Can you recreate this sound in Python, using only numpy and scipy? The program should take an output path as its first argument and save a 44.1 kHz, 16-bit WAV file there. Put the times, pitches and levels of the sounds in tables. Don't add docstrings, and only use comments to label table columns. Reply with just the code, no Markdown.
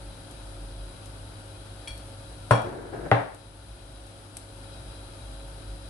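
import sys
import numpy as np
from scipy import signal
from scipy.fft import rfft, irfft
from scipy.io import wavfile
from scipy.ndimage import uniform_filter1d

SR = 44100
rng = np.random.default_rng(int(sys.argv[2]) if len(sys.argv) > 2 else 0)


def unload_wav(signal):
    wavfile.write(
        sys.argv[1],
        SR,
        np.round(np.clip(np.atleast_2d(signal).T, -1, 1) * 32767).astype(np.int16),
    )


N = 259831


# t/s, force/dB, crack/dB, rattle/dB
DRAWER_STOPS = [(2.5090, -14.5, -4, -15), (3.1147, -13.7, 1.8, -16.8)]
# f/Hz, t60/s, level opening/dB, level shutting/dB, L-R/dB
CABINET_MODES = [(118, 0.26, 5, 3.5, 2), (165.8, 0.34, -12.5, -12, 2), (290.2, 0.26, -10.5, -7, -2.5),
                 (389, 0.22, -31, -15.5, 5), (463, .2, -12.5, -16.5, 4), (509, .16, -9, -12, -2),
                 (567, 0.16, -4.5, -1, -1), (634.5, 0.13, -2.5, -9, 0), (788, 0.11, -16, 1.5, 13),
                 (926, 0.16, -4.5, -14, 6), (1025, 0.16, -6.5, -19, 5), (1103, 0.095, -9.5, -4.5, 7),
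                 (1255, 0.063, -23, -14, -4), (1460, 0.072, -5.5, -8, 5), (1677, 0.06, -13, -7.5, 9),
                 (1870, .08, -24, -9.5, -2), (2040, 0.059, -28, -6, 5)]
# f/Hz, relative level opening/dB, shutting/dB, L-R/dB
PANEL_SPECTRUM = [(40, -20, -14, 0), (110, -8, -1, -1), (231, -1, 0, 1), (382, -10.5, -5.5, -3),
                  (527, 4.5, 5, 1.5), (800, 1, 3.5, 6), (1150, -2, -4.5, 6), (1560, -5.5, -3.5, 3),
                  (2000, -16.5, -6.5, 4), (2570, -17.5, -13.5, 3), (3370, -19, -17.5, 4.5),
                  (5000, -28.5, -31.5, 7.5), (7100, -32.5, -39, 7), (9100, -27, -35, 7),
                  (11500, -31, -44, -3)]
def drawer_knocks():
    modes, clatter, t = np.zeros((2, N)), np.zeros((2, N)), np.arange(SR) / SR
    shake = (1 - np.exp(-t / 0.002)) * (amp(0.5 - 60 * t / 0.056) + amp(-3.5 - 60 * t / 0.32))
    for stop, (start, force_db, crack_db, rattle_db) in enumerate(DRAWER_STOPS):
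        def panels(hz):
            return read_gain(PANEL_SPECTRUM, hz, stop + 1) * sides(read(PANEL_SPECTRUM, hz, column=3))
        crack = bending_wave(lambda hz: panels(hz) * contact(hz, corner_hz=6500, order=1), lag_s=.0018)
        add(clatter, start - .0005, amp(crack_db) * crack)
        rattle = noise(lambda hz: panels(hz) * contact(hz, corner_hz=3500, order=1), size=SR)
        add(clatter, start, amp(rattle_db) * rattle * shake)
        for m, (hz, t60, *stop_db, pan_db) in enumerate(CABINET_MODES):
            gain = (-1) ** m * amp(force_db + stop_db[stop])
            add(modes, start, gain * sides(pan_db) * ring(hz, t60, rise_cycles=0.82))
    left, right = kitchen(modes, wet_db=-8.5) + kitchen(clatter, wet_db=-3)
    return np.array([left, np.roll(right, 5)])


# t/s, length/s, level/dB, fade/(dB per s)
DRAWER_SLIDES = [(2.635, .275, -32.7, 27), (2.919, .15, -33.3, 17)]
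# f/Hz, relative level/dB
ROLLER_SPECTRUM = [(40, -14), (120, 1.5), (200, -5.5), (320, 2.5), (700, -4), (1150, -15.5), (1620, -11.5),
                   (1950, -21.5), (5000, -41.5)]
def drawer_rollers():
    t = np.arange(N) / SR
    speed = np.zeros(N)
    for start, length, db, fade in DRAWER_SLIDES:
        shove = stroke(start, length, rise_s=0.011, fall_s=0.059)
        speed += shove * amp(db - fade * np.maximum(t - start, 0))
    rumble = noise(lambda hz: read_gain(ROLLER_SPECTRUM, hz))
    uneven = amp(1.8 * drift(rate_hz=41))
    return kitchen(sides(2.5) * speed * uneven * rumble, wet_db=-6)


# t/s, plate/dB, spoon/dB, t60 factor, f/Hz favoured at that spot
SPOON_BOUNCES = [(1.8743, -43, -48, .48, 2800), (1.8800, -49, -36.5, .48, 4350),
                 (1.9060, -51, -60, .55, 4450), (2.5125, -40.5, -36.5, 1.05, 6800),
                 (2.5350, -44, -44, 1.1, 3200), (2.552, -45, -44, 1.1, 2200)]
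# f/Hz, level/dB, t60/s, L-R/dB
PLATE_MODES = [(1470, -10, .12, 4), (2330, -3.5, .12, -1), (2332, -2.5, 0.2, 1), (3275, -3, 0.13, 1),
               (3306, -1.5, .24, 6), (4380, -5, 0.18, 2), (4444, -7.5, .22, 8), (5590, -10, 0.18, 15),
               (5640, -12, 0.21, 7), (7000, -15.5, .22, 8)]
SPOON_MODES = [(8300, -7.5, 0.069, 14), (8520, -7.5, 0.1, 15), (10070, 0.5, 0.056, -2),
               (10130, -9.5, 0.19, -2), (10800, -13, .12, -5)]
def plate_and_spoon():
    spot_boost_db, spot_octaves = 9, .3
    out, t = np.zeros((2, N)), np.arange(SR) / SR
    for start, plate_db, spoon_db, t60_factor, spot_hz in SPOON_BOUNCES:
        for modes, db in ((PLATE_MODES, plate_db), (SPOON_MODES, spoon_db)):
            for hz, mode_db, t60, pan_db in modes:
                spot_db = spot_boost_db * np.exp(-(np.log2(hz / spot_hz) / spot_octaves) ** 2)
                tone = ring(hz, t60 * t60_factor, rise_cycles=1)
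                add(out, start, amp(db + mode_db + spot_db) * sides(pan_db) * tone)
    boom = amp(-31) * ring(hz=50.5, t60=0.24, rise_cycles=.6)
    add(out, start=1.8945, sound=sides(0) * boom)
    scuff = noise(lambda hz: contact(hz, corner_hz=3520, order=2), size=SR) * amp(-40 - 60 * t / 0.097)
    add(out, SPOON_BOUNCES[0][0], sides(2.8) * scuff)
    return kitchen(out, wet_db=-5.5)


# t/s, level/dB, L-R/dB
FAT_SPITS = [(.3108, -34, 6), (1.0578, -33, 8), (1.978, -35, 5), (2.6188, -32, 7), (3.3465, -34.5, 10),
             (4.067, -36, 2), (4.3692, -21, 4)]
# f/Hz, relative level/dB
SPIT_SPECTRUM = [(200, -19), (1500, -12), (4000, -8), (6500, -9), (8500, -1), (10300, 0), (12000, -4)]
def spitting_fat():
    tiny_spits = rng.uniform((0, -56, 0), (N / SR, -43, 8), (24, 3))
    snap = bending_wave(lambda hz: read_gain(SPIT_SPECTRUM, hz), lag_s=0.000803)
    out, t = np.zeros((2, N)), np.arange(len(snap)) / SR
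    for start, db, pan_db in FAT_SPITS + list(tiny_spits):
        splash = noise(lambda hz: read_gain(SPIT_SPECTRUM, hz), size=len(t)) * amp(-9.5 - 60 * t / 0.039)
        add(out, start, amp(db) * sides(pan_db) * (snap + splash))
    return kitchen(out, wet_db=-8)


# f/Hz, relative level/dB, L-R/dB
FLAME_SPECTRUM = [(20, -14, 2), (117, 6, 1.5), (197, -7.5, -1), (257, -0.5, -0.5), (422, -5.5, -1),
                  (796, -4.5, 1.5), (1096, -11.5, 3.5), (1427, -7, 0.5), (1950, -18.5, 8), (3260, -15.5, 7),
                  (4970, -17, 7), (5640, -23.5, 9.5), (7730, -25.5, 9.5), (8060, -20, 14.5), (9300, -17, 8),
                  (10320, -10.5, 2.5), (11580, -26, -2)]
# f/Hz, width/Hz, relative level/dB
JET_WHISTLES = [(3870, 105, .7), (4045, 95, .7), (1440, 240, -3.3), (3270, 240, -4.7), (2490, 110, -7),
                (5050, 100, -5), (4740, 150, -8.5)]
def gas_burner():
    turn_at_s, turn_takes_s, turn_up_db = 4.57, .06, 2.5
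    flame = noise(lambda hz: read_gain(FLAME_SPECTRUM, hz) * sides(read(FLAME_SPECTRUM, hz, column=2)))
    whistle = noise(lambda hz: sum(amp(db) / (1 + (2 * (hz - centre) / width) ** 2)
                                   for centre, width, db in JET_WHISTLES))
    knob = np.clip((np.arange(N) / SR - turn_at_s) / turn_takes_s, 0, 1)
    jet_db = -60.8 + turn_up_db * knob + 1.7 * drift(rate_hz=12)
    flicker_db = 0.34 * drift(rate_hz=16)
    return amp(-47 + flicker_db) * flame + amp(jet_db) * sides(8) * whistle


# f/Hz, level/dB, L-R/dB
HUM_LINES = [(50.5, -52.5, 0), (100.5, -49.5, .5), (169, -67, 15), (296.3, -61, -2.5), (351.5, -63.5, -1),
             (549.3, -58.5, 3), (651, -67, -11.5), (899, -68.5, 5)]
def fridge():
    out, t = np.zeros((2, N)), np.arange(N) / SR
    for hz, db, pan_db in HUM_LINES:
        level = amp(db + 1.73 * drift(rate_hz=2.3))
        phase = 2 * np.pi * (hz * t + rng.random()) + 0.31 * drift(rate_hz=1.6)
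        out += np.sqrt(2) * sides(pan_db) * level * np.sin(phase)
    return out


# t/s, length/s, level/dB
DRONE_SWELLS = [(.39, .39, -41), (2.55, .45, -46), (4.722, 1.3, -44)]
def room_rumble():
    rumble = noise(lambda hz: 1 / (1 + ((hz - 50) / 9) ** 4))
    drone_hz = 49.5 + 3 * drift(rate_hz=5)
    drone = np.sqrt(2) * np.sin(2 * np.pi * np.cumsum(drone_hz) / SR)
    swell = sum(amp(db) * stroke(start, length, rise_s=0.098, fall_s=0.16)
                for start, length, db in DRONE_SWELLS)
    return amp(-49) * rumble + swell * amp(1.5 * drift(rate_hz=4)) * drone


# f/Hz, t60/s
KITCHEN_DECAY = [(100, 0.56), (400, 0.46), (1000, 0.46), (2500, 0.43), (6000, 0.45), (11000, 0.26)]
def kitchen(direct, wet_db, gap_s=0.0055):
    size, reflections_per_s = SR * 3 // 4, 4000
    taps = rng.choice([-1., 1.], (2, size)) * (rng.random((2, size)) < reflections_per_s / SR)
    hz, t, bands = signal.stft(taps, SR, nperseg=256)
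    decay = amp(-60 * t / read(KITCHEN_DECAY, hz)[:, None])
    tail = signal.istft(bands * decay, SR, nperseg=256)[1]
    tail *= np.clip(np.arange(tail.shape[1]) / SR / gap_s - .5, 0, 1)
    tail /= np.linalg.norm(tail, axis=1, keepdims=True)
    tail = signal.sosfilt(signal.butter(2, 260, "high", fs=SR, output="sos"), tail)
    return direct + amp(wet_db) * signal.fftconvolve(direct, tail, axes=1)[:, :N]


# f/Hz, correlation
MIC_CORRELATION = [(60, 0.99), (130, 0.97), (270, 0.74), (570, 0.39), (1200, 0)]
def noise(colour, size=N):
    hz = np.fft.rfftfreq(size, 1 / SR)
    left, other = rfft(rng.standard_normal((2, size)))
    alike = np.clip(read(MIC_CORRELATION, hz), -1, 1)
    right = alike * left + np.sqrt(1 - alike ** 2) * other
    return unit(irfft(np.array([left, right]) * colour(hz), size))


def ring(hz, t60, rise_cycles):
    t = np.arange(SR) / SR
    swell = 1 - np.exp(-(t * hz / rise_cycles) ** 2)
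    return swell * amp(-60 * t / t60) * np.sin(2 * np.pi * hz * t)


def bending_wave(colour, lag_s, size=4096):
    hz = np.fft.rfftfreq(size, 1 / SR)
    turns = 2 * lag_s * np.sqrt(1000 * hz)
    wave = irfft(colour(hz) * np.exp(-2j * np.pi * turns), size)
    return wave / np.max(np.abs(wave))


def contact(hz, corner_hz, order):
    return 1 / np.sqrt(1 + (hz / corner_hz) ** (2 * order))


def stroke(start, length, rise_s, fall_s):
    t = np.arange(N) / SR - start
    return np.clip(t / rise_s, 0, 1) * np.clip(1 - (t - length) / fall_s, 0, 1)


def drift(rate_hz):
    hz = np.fft.rfftfreq(N, 1 / SR)
    return unit(irfft(rfft(rng.standard_normal(N)) * np.exp(-(hz / rate_hz) ** 2), N))


def amp(db):
    return 10 ** (np.asarray(db) / 20)


def unit(x):
    return x / np.sqrt(np.mean(x ** 2) + 1e-20)


def read(table, hz, column=1):
    table = np.array(table, float)
    return np.interp(np.log(hz + 1), np.log(table[:, 0] + 1), table[:, column])


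def read_gain(table, hz, column=1):
    return amp(read(table, hz, column))


def sides(pan_db):
    return amp(np.array([[.5], [-.5]]) * pan_db)


def add(mix, start, sound):
    part = mix[:, round(start * SR):][:, :sound.shape[1]]
    part += sound[:, :part.shape[1]]


def scene():
    foreground = drawer_knocks() + drawer_rollers() + plate_and_spoon()
    return foreground + spitting_fat() + gas_burner() + fridge() + room_rumble()


def record(dry):
    threshold_db, max_dip_db, recovery_db_per_s, lag_s, band_limit_hz = -15, 4.5, 2.92, 0.084, 11820
    power_db = 10 * np.log10(abs(uniform_filter1d((dry ** 2).mean(0), 400)) + 1e-12)
    over_db = np.clip(power_db - threshold_db, 0, max_dip_db)
    recovery_db = recovery_db_per_s * np.arange(N) / SR
    dip_db = np.maximum.accumulate(over_db + recovery_db) - recovery_db
    pole = np.exp(-1 / (lag_s * SR))
    ducked = dry * amp(-signal.lfilter([1 - pole], [1, -pole], dip_db))
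    lowpass = signal.firwin(301, band_limit_hz, window=("kaiser", 8), fs=SR)
    return signal.oaconvolve(np.clip(ducked, -1, 1), lowpass[None], "same")


dry = scene()
out = record(dry)
unload_wav(out)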